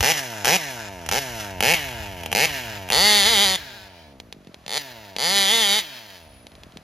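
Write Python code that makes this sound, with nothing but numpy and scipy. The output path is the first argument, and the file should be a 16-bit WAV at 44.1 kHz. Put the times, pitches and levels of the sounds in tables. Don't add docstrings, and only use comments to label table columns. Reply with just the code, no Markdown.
import sys
import numpy as np
from scipy import signal
from scipy.fft import rfft, irfft, next_fast_len
from scipy.io import wavfile
from scipy.ndimage import uniform_filter1d, map_coordinates

SR = 44100
rng = np.random.default_rng(int(sys.argv[2]) if len(sys.argv) > 2 else 0)


def waveform_to_disk(signal):
    frames = np.transpose(np.atleast_2d(signal))
    scaled = np.clip(frames, -1, 1) * 32767
    samples = np.round(scaled).astype(np.int16)
    wavfile.write(sys.argv[1], SR, samples)


N = 301196

# (delay/s, level/dB)
PIPE_WAVES = [(.0012, -10), (.0024, -13), (.0035, -15), (.0085, -21)]
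RATTLE_DB_PER_OCTAVE = 19.5
FLUTTER_DB, FLUTTER_RATE = 2.5, 12
LEAD_S, EARLY_S = .02, .012


def amp(db):
    return 10 ** (np.asarray(db) / 20)


def unit(x):
    return x / np.sqrt(np.mean(x ** 2) + 1e-20)


def along(points, hz):
    f, v = np.transpose(points)
    return np.interp(np.log(hz + 1), np.log(f + 1), v)


def curves(rows, t):
    s, *cols = np.transpose(rows)
    return [np.interp(t, s, c) for c in cols]


def wobble(rate):
    knots = rng.standard_normal(int(N * rate / SR) + 4)
    return map_coordinates(knots, [np.arange(N) * rate / SR])


def filtered(x, response):
    m = next_fast_len(N + SR // 2)
    return irfft(rfft(x, m) * response(np.fft.rfftfreq(m, 1 / SR)), m)[..., :N]


def coloured(x, spectrum):
    size = 4096
    gain_db = np.maximum(along(spectrum, np.fft.rfftfreq(size, 1 / SR)), -70)
    cepstrum = irfft(np.log(amp(gain_db)))
    cepstrum[1:size // 2] *= 2
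    cepstrum[size // 2 + 1:] = 0
    shape = irfft(np.exp(rfft(cepstrum)))
    shape = shape[None] / np.linalg.norm(shape)
    return signal.fftconvolve(np.atleast_2d(x), shape, axes=1)[:, :N]


def pulses(times, sizes):
    at = np.asarray(times)[:, None] * SR
    k = np.floor(at) + np.arange(-7, 9)
    w = np.sinc(k - at) * np.cos(np.pi * (k - at) / 16) ** 2
    slots = np.clip(k, 0, N).astype(int).ravel()
    return np.bincount(slots, (w * sizes[:, None]).ravel(), N + 1)[:N]


def ring(x, centre_hz, width_hz, db):
    def response(f):
        band = 1j * f * width_hz
        return 1 + (amp(db) - 1) * band / (centre_hz ** 2 - f * f + band)
    return filtered(x, response)


def sliding(x, centre_hz, width_hz, db, count=9):
    row = np.linspace(centre_hz.min(), centre_hz.max(), count)
    place = np.interp(centre_hz, row, np.arange(count))
    share = lambda k: np.clip(1 - np.abs(place - k), 0, 1)
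    return sum(ring(x * share(k), c, width_hz, db) for k, c in enumerate(row))


def openings():
    # (open t/s, shut t/s, crank at opening f/Hz, crank at top f/Hz, first crack level/dB,
    # last crack level/dB, thump level/dB, pipe facing the listener/0-1, coasting rattle level/dB, pumping level/dB)
    blips = [ (0.028, 0.123, 97.34, 170.2, -26, -25, -26.5, 0.04, -56.5, -39),
             (0.471, 0.564, 97.18, 193.3, -24.5, -25, -25, 0.09, -60, -40),
             (1.124, 1.192, 75.08, 144.9, -30.5, -28, -27, 0.1, -56.5, -38),
             (1.626, 1.744, 87.17, 178.6, -21, -20.5, -25, 0.08, -53.5, -39.5),
             (2.35, 2.459, 73.72, 168.8, -22, -21, -26.5, 0.21, -52.5, -40),
             (4.68, 4.783, 37.98, 156.6, -41.5, -27, -35.5, 0.98, -57.5, -48), ]
    # (t/s, crank f/Hz, crack level/dB, thump level/dB)
    bursts = [
        [(2.902, 87.3, -23, -31.5), (2.982, 165.7, -21.5, -28.5), (3.034, 202, -20, -30),
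         (3.078, 210.4, -19, -30.5), (3.162, 206.8, -19.5, -31.5), (3.238, 191.7, -21.5, -35),
         (3.272, 220.9, -19, -30.5), (3.298, 235.6, -22, -35), (3.326, 229.4, -21.5, -30.5),
         (3.358, 205.2, -21.5, -35), (3.386, 194.3, -21.5, -31.5), (3.436, 208.4, -21, -32),
         (3.466, 189.5, -22, -33.5), (3.548, 188.1, -27, -34.5)],
        [(5.165, 90.9, -34.5, -40.5), (5.246, 163.5, -24, -34.5), (5.328, 198, -24.5, -34),
         (5.368, 200.7, -21, -34), (5.474, 191, -24, -36), (5.532, 230.7, -22.5, -33.5),
         (5.604, 226, -23, -34.5), (5.644, 204.3, -23.5, -36), (5.68, 198.4, -25, -36.5),
         (5.716, 199.2, -22.5, -35.5), (5.782, 219.3, -24.5, -37)],
    ]
    # (rattle level/dB, pumping level/dB)
    burst_ends = [(-66, -50.5), (-58, -52.5)]
    bend, thump_swell = .9, .91
    out = [(b[0][0] + LEAD_S, b[-1][0] + EARLY_S, np.array(b), 1, *end) for b, end in zip(bursts, burst_ends)]
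    u = np.linspace(0, 1, 12)
    for start, shut, low_hz, top_hz, first_db, last_db, thump_db, *end in blips:
        s = start - LEAD_S + u * (shut - EARLY_S - start + LEAD_S)
        hz = low_hz + (top_hz - low_hz) * u ** bend
        swell_db = (first_db - last_db) * (1 - u)
        rows = [s, hz, last_db + swell_db, thump_db + thump_swell * swell_db]
        out.append((start, shut, np.transpose(rows), *end))
    return sorted(out, key=lambda o: o[0])


def speed():
    # (crank f/Hz, loss of speed/turns per s each s)
    drag = [(35, 18), (45, 47), (70, 105), (100, 135), (145, 290), (180, 800), (240, 1300)]
    last_hz = 37.84
    hz = np.linspace(250, 30, 221)
    lapse = np.cumsum(1 / along(drag, hz))
    driven = [o[2][:, :2] for o in openings()] + [np.array([[N / SR, last_hz]])]
    u = np.linspace(0, 1, 60)[1:-1]
    rows = []
    for now, then in zip(driven, driven[1:]):
        a, b = np.interp([-now[-1, 1], -then[0, 1]], -hz, lapse)
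        coast_s = now[-1, 0] + u * (then[0, 0] - now[-1, 0])
        coast_hz = np.interp(a + u * (b - a), lapse, hz)
        rows += [now, np.transpose([coast_s, coast_hz])]
    path = np.vstack(rows + driven[-1:])
    return uniform_filter1d(curves(path, np.arange(N) / SR)[0], size=1000)


def crank(hz):
    t = np.arange(N) / SR
    turns = np.cumsum(hz) / SR
    starts = [o[0] for o in openings()]
    at = np.interp(starts, t, turns)
    return turns + np.interp(t, starts, np.round(at) - at + 1e-6)


def coasting(column):
    each = openings()
    value = np.repeat([o[column] for o in each], 2)
    return np.interp(np.arange(N) / SR, np.ravel([o[:2] for o in each]), np.r_[value[0], value[:-1]])


def coasting_rattle_db(hz):
    return coasting(column=4) + RATTLE_DB_PER_OCTAVE * np.log2(hz / 100) + FLUTTER_DB * wobble(FLUTTER_RATE)


def outdoors():
    # (f/Hz, level/dB)
    field = [(350, -34.5), (600, 5.5), (863, -5.5), (1180, -5.5), (4590, -15), (8520, -23.5), (10600, -23),
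             (14500, -37), (16000, -68)]
    # (f/Hz, width/Hz, level before swelling/dB)
    insects = [(9150, 130, -80), (10400, 160, -80), (11600, 150, -86)]
    # (f/Hz, level/dB)
    buffet = [(20, -30), (40, -4), (60, 0), (100, -5), (160, -18), (300, -45)]
    # (t/s, level/dB)
    wind = [(0, -30.5), (.3, -72), (1, -46), (1.8, -41), (2.5, -43.5), (3.48, -43.5), (4.03, -65.5),
            (4.2, -53), (6.1, -66), (6.3, -52.5)]
    field_db, gust_db = -58, 2

    def pair(apart):
        return rng.standard_normal(N) + apart * rng.standard_normal((2, N))

    def song(centre_hz, width_hz):
        return unit(filtered(pair(1.0), lambda f: np.exp(-((f - centre_hz) / width_hz) ** 2)))

    leaves = amp(field_db + gust_db * wobble(3.035)) * coloured(pair(0.54), field)
    bugs = sum(amp(db + 6 * wobble(3)) * song(c, w) for c, w, db in insects)
    lumps = unit(amp(3 * wobble(12)) * coloured(pair(.2), buffet))
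    return leaves + bugs + amp(curves(wind, np.arange(N) / SR)[0]) * lumps


def pumping(turns, hz):
    # (f/Hz, level/dB)
    sharp_spectrum = [(35, -111), (70, 27), (130, 21), (270, 19), (550, 16.5), (680, 28), (790, 10),
                      (910, 27.5), (1200, -8), (1600, 14.5), (2800, 22), (4000, -17)]
    # (f/Hz, level/dB)
    soft_spectrum = [(40, -36), (90, -18), (160, 4.5), (300, 3), (480, 2.5), (900, -21), (1500, -22)]
    # (crank f/Hz, level/dB)
    gain_by_speed = [(40, -2), (65, -1.5), (95, 2), (150, 4.5)]
    # (still sharp f/Hz, all soft f/Hz)
    sharp_hz, soft_hz = (78.6, 50)
    slump_s, slump_hz = .012, 250
    t = np.arange(N) / SR
    r = np.clip(0.768 + 0.0021 * hz, 0, .96)
    train = (1 - r * r) / (1 - 2 * r * np.cos(2 * np.pi * turns) + r * r)
    puffs = (train - 1) * np.sqrt(1 - r * r)
    shut = 1 - sum((t > o[0]) & (t < o[1]) for o in openings())
    level = amp(coasting(column=5) + along(gain_by_speed, hz))
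    soft = np.clip((hz - sharp_hz) / (soft_hz - sharp_hz), 0, 1)
    uneven = amp(4 * wobble(45))
    breathy = puffs * uneven + rng.standard_normal(N)
    slump = lambda f: np.exp(-2j * np.pi * slump_s * slump_hz * (1 - np.exp(-f / slump_hz)))
    putts = filtered(coloured(breathy, soft_spectrum), slump)
    puffed = unit(coloured(puffs, sharp_spectrum)) * np.sqrt(1 - soft) + unit(putts) * np.sqrt(soft)
    return level * uniform_filter1d(shut * 1., size=200) * puffed


def rattle(turns, hz):
    # (f/Hz, level/dB)
    spectrum = [(300, -21), (800, -0.5), (1700, -10.5), (3800, 3.5), (5400, -27), (10000, -18),
                (14000, -29), (16500, -79)]
    gate, spike_db = 0.067, 5
    offset_db = -10
    shake_db, shake_t60_s = -14, .35
    hidden_db = -5
    t = np.arange(N) / SR
    swell = 1 + gate * np.cos(2 * np.pi * turns)
    grains = rng.standard_normal(N) * amp(spike_db * wobble(1500)) * swell * amp(0.88 * wobble(5.4))
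    level = amp(offset_db + coasting_rattle_db(hz))
    for start, shut, rows, facing, *_ in openings():
        settle_db = -60 * np.maximum(t - shut, 0) / shake_t60_s
        build = np.clip((t - start) / (shut - start), 0, 1)
        level += amp(rows[-1, 2] + shake_db + hidden_db * facing + settle_db) * build
    return level * coloured(unit(grains), spectrum)


def firings(turns, hz):
    weak_db, weak_scatter_db = 4.5, 1.5
    fade_hz, fade_db = 85, 14
    cut_s, cut_db = .021, -3
    scatter_db, uneven_db = -0.67, 1.8
    misfire_s = 1.732
    t = np.arange(N) / SR
    when = np.interp(np.arange(np.ceil(turns[0]), turns[-1]), turns, t)
    chance = rng.standard_normal((len(when), 2))
    hz_then = np.interp(when, t, hz)
    size = np.sqrt(SR / hz_then)
    crack = amp(np.interp(when, t, coasting_rattle_db(hz)) + weak_db + weak_scatter_db * chance[:, 1])
    crack *= amp(fade_db * np.minimum(np.log2(hz_then / fade_hz), 0))
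    rear = np.interp(when, t, np.clip(coasting(column=3), 0, 1))
    thump, shut_db = np.zeros(len(when)), np.zeros(len(when))
    for start, shut, rows, facing, *_ in openings():
        on = (when > start - .001) & (when < shut)
        _, crack_db, thump_db = curves(rows, when[on])
        thump_db += cut_db * np.clip(1 - (shut - when[on]) / cut_s, 0, 1)
        crack[on], thump[on], rear[on] = amp(crack_db), amp(thump_db), np.clip(facing, 0, 1)
        shut_db[on] = -np.inf
    crack *= amp((scatter_db + uneven_db * (1 - rear)) * chance[:, 0])
    crack[np.argmin(np.abs(when - misfire_s))] = 0
    return when, size, crack, thump, rear, shut_db


def stray_firings():
    # (t/s, level/dB)
    pops = [(0.0062, 0), (0.4458, -1), (0.4543, 1.5), (0.463, -6), (1.062, -14), (1.0887, -3.5),
            (1.113, -2.5), (1.6053, 5.5), (2.2095, -16), (2.234, -9.5), (2.26, -4), (2.316, -4), (2.327, 5),
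            (2.8878, -8.5), (2.9015, 3.5), (2.913, -1.5), (4.2001, -18), (4.3253, -16.5), (4.447, -39),
            (4.4709, -31), (4.6124, -47), (4.6398, -42), (4.519, -56), (4.5432, -21.5), (4.663, -17),
            (5.1637, -7.5), (6.4678, -23), (6.518, -34), (6.552, -29.5), (6.634, -24), (6.7211, -34.5),
            (6.771, -21)]
    pop_s, pop_db = np.transpose(pops)
    pop_s = pop_s + .0007
    behind = np.clip(pop_s - 3, 0, 1)
    return pop_s, amp(pop_db), behind


def piped(times, sizes, drifts):
    t = np.arange(N) / SR
    out = pulses(times, sizes)
    for (delay_s, db), drift in zip(PIPE_WAVES, drifts):
        out = out + pulses(times + delay_s * (1 + np.interp(times, t, drift)), sizes * amp(db))
    return out


def clicks(times, sizes, turn_s, shut_db, drifts):
    # (delay/share of a turn, level/dB)
    twins = [(.15, -2), (.6, -1)]
    extra = [pulses(times + share * turn_s, sizes * amp(db + shut_db)) for share, db in twins]
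    return piped(times, sizes, drifts) + sum(extra)


def turbulence(x, decay_s, count):
    decay = np.exp(-np.arange(SR // 20) / SR / decay_s) * np.sqrt(2 / decay_s / SR)
    return rng.standard_normal((count, N)) * signal.fftconvolve(np.abs(x), decay)[:N]


def gas(x):
    return x + .04 * turbulence(x, decay_s=.005, count=1)


def side_on(side, hz):
    # (f/Hz, width/Hz, level/dB)
    flank_tones = [(1350, 600, 9), (2700, 1400, -6), (5900, 2400, 11)]
    # (start t/s, end t/s)
    swing = (1.3, 1.6)
    order, order_width_hz, order_db = 13, 350, 9
    swung = np.interp(np.arange(N) / SR, swing, [0, 1])
    early = side * (1 - swung)
    for tone in flank_tones:
        early = ring(early, *tone)
    return sliding(early + side * swung, np.maximum(order * hz, 1300), order_width_hz, order_db)


def front(f):
    turn_rad, spread_s = 1.9, 0.000487
    steep = np.exp(1j * turn_rad - 2j * np.pi * spread_s * 8000 * np.log(1 + f / 8000))
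    t = np.arange(SR // 40) / SR
    near = rng.standard_normal((2, len(t))) * np.exp(-t / .0025)
    return steep * (1 + .22 * rfft(near / np.linalg.norm(near[0]), 2 * len(f) - 2))


def exhaust(turns, hz):
    # (f/Hz, level/dB)
    side_spectrum = [(300, -44), (800, 21.5), (1200, 7.5), (1600, 11), (2200, 18.5), (2900, 26.5),
                     (3600, 13), (4500, 0), (5400, 13), (6800, 8.5), (8500, 10.5), (11000, 8), (14000, 6),
                     (16500, -108)]
    # (f/Hz, level/dB)
    rear_spectrum = [(1000, -28), (1450, -6.5), (1680, -0.5), (2050, 12), (2600, -3.5), (3000, 8.5),
                     (3750, 5), (4200, -0.5), (4650, 8), (5300, -3), (6200, 1), (7800, 1), (10000, -0.5),
                     (14000, -17)]
    # (f/Hz, level/dB)
    thrown_spectrum = [(500, -10), (1200, -11.5), (1800, -0.5), (4500, -1.5), (8000, -16), (16000, -12.5)]
    # (f/Hz, level/dB)
    pop_spectrum = [(500, 0.5), (900, 6), (1330, -4.5), (2140, 5), (3800, 8.5), (6400, -4), (7900, -3),
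                    (11900, -15), (16500, -27)]
    # (f/Hz, level/dB)
    thump_spectrum = [(60, -29), (120, 28.5), (200, 37.5), (300, 24.5), (450, 40), (650, 34), (850, 38),
                      (1050, 21.5), (1400, 15.5), (2000, -16.5)]
    # (f/Hz, level/dB)
    jet_spectrum = [(1500, -4), (3500, 0), (11000, -6.5), (14000, -5.5), (16500, -61.5)]
    # (f/Hz, width/Hz, level/dB)
    bark = (1330, 380, 17)
    # (t/s, f/Hz)
    ring_path = [(2.92, 4146), (3.03, 4480), (3.1, 4100), (3.28, 3930), (3.32, 4082), (3.36, 3600),
                 (3.43, 3650), (3.5, 4410), (3.56, 3457), (4.7, 4050), (5.18, 4422), (5.29, 4570),
                 (5.36, 3930), (5.43, 3970), (5.5, 3300), (5.58, 3800), (5.65, 3338), (5.7, 3820),
                 (5.8, 3686)]
    ring_width_hz, ring_db = 600, 10
    jitter_s, weak_jitter_s = .00001, .00002
    drift_share, drift_rate = .05, 7
    jet_rear_db, jet_side_db, jet_s = -21, -24, .004
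    lit_margin_s = .021
    t = np.arange(N) / SR
    when, size, crack, thump, rear, shut_db = firings(turns, hz)
    pop_s, pop, behind = stray_firings()
    drifts = [drift_share * wobble(drift_rate) for _ in PIPE_WAVES]
    cracked = when + (jitter_s + weak_jitter_s * amp(shut_db)) * rng.standard_normal(len(when))
    turn_s = size ** 2 / SR

    side = clicks(cracked, size * crack * np.sqrt(1 - rear), turn_s, shut_db, drifts)
    side = side_on(side + piped(pop_s, pop * (1 - behind), drifts), hz)
    back = clicks(cracked, size * crack * np.sqrt(rear), turn_s, shut_db, drifts)
    stray = piped(pop_s, pop * behind, drifts)
    lit = sum((t > o[0] - lit_margin_s) & (t < o[1] + lit_margin_s) for o in openings())
    tail = sliding(back * lit, *curves(ring_path, t), ring_width_hz, ring_db)

    flank = coloured(gas(side), side_spectrum)
    fired = flank + coloured(gas(back * (1 - lit)), thrown_spectrum)
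    fired = fired + coloured(gas(tail), rear_spectrum) + coloured(2 * gas(stray), pop_spectrum)
    jet = turbulence(amp(jet_rear_db) * (back + stray) + amp(jet_side_db) * side, jet_s, count=3)
    jet = coloured(jet[0] + 0.4 * jet[1:], jet_spectrum)

    low = pulses(when, size * thump * (1 - rear))
    low = low + ring(pulses(when, size * thump * rear), *bark)
    low = low + pulses(pop_s, pop * amp(-8 + 6.4 * behind))
    thrown = flank + coloured(gas(2 * back + 2 * stray), thrown_spectrum)
    return filtered(fired, front) + jet, coloured(low, thump_spectrum), thrown


def echoes(x, walls, dull_hz=5000):
    t = np.arange(SR * 2 // 3) / SR
    lumps = sum(amp(db) * np.exp(-((t - s) / w) ** 2) / np.sqrt(w * SR) for s, w, db in walls)
    shared, own = rng.standard_normal(len(t)), rng.standard_normal((2, len(t)))
    answer = .5 * lumps * (shared + own)
    for s, w, db in walls:
        answer[:, round(s * SR)] += amp(db) * (w < .005)
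    wet = signal.fftconvolve(x, answer, axes=1)[:, :N]
    return filtered(wet, lambda f: 1 / (1 + 1j * f / dull_hz))


def scene():
    # (delay/s, spread/s, level/dB)
    walls_near = [(.03, .03, -23), (.147, .002, -19), (.2, .12, -33), (.322, .0015, -20), (.57, .01, -25)]
    # (delay/s, spread/s, level/dB)
    walls_far = [(.05, .05, -24), (.2, .003, -18), (.25, .15, -34), (.385, .002, -24), (.62, .01, -30)]
    far_s = 5.1
    t = np.arange(N) / SR
    hz = speed()
    turns = crank(hz)
    parts = rattle(turns, hz)
    cracks, thumps, thrown = exhaust(turns, hz)
    sent = amp(np.interp(t, [2.9, 3.3], [0, -8])) * (thrown + parts)
    far = t > far_s
    answers = echoes(sent * ~far, walls_near) + echoes(sent * far, walls_far)
    return outdoors() + pumping(turns, hz) + parts + cracks + thumps + answers


def record(dry):
    # (f/Hz, lead of the left port/rad)
    port_lead = [(0, 0), (1550, -0.5), (2070, 0.1), (3790, 1.0), (5340, -1.0), (6550, -0.3), (7840, -2.9),
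                 (9390, -3.5), (10800, -6.2), (12700, -6.2), (16500, -9.6)]
    top_hz, low_cut_hz = 16800, 40
    lead = lambda f: np.exp(.5j * np.array([[1], [-1]]) * along(port_lead, f))
    x = filtered(dry, lead)
    x = x / (1 + np.abs(x / .95) ** 6) ** (1 / 6)
    return filtered(x, lambda f: (f < top_hz) * f ** 4 / (f ** 4 + low_cut_hz ** 4))


dry = scene()
out = record(dry)
waveform_to_disk(out)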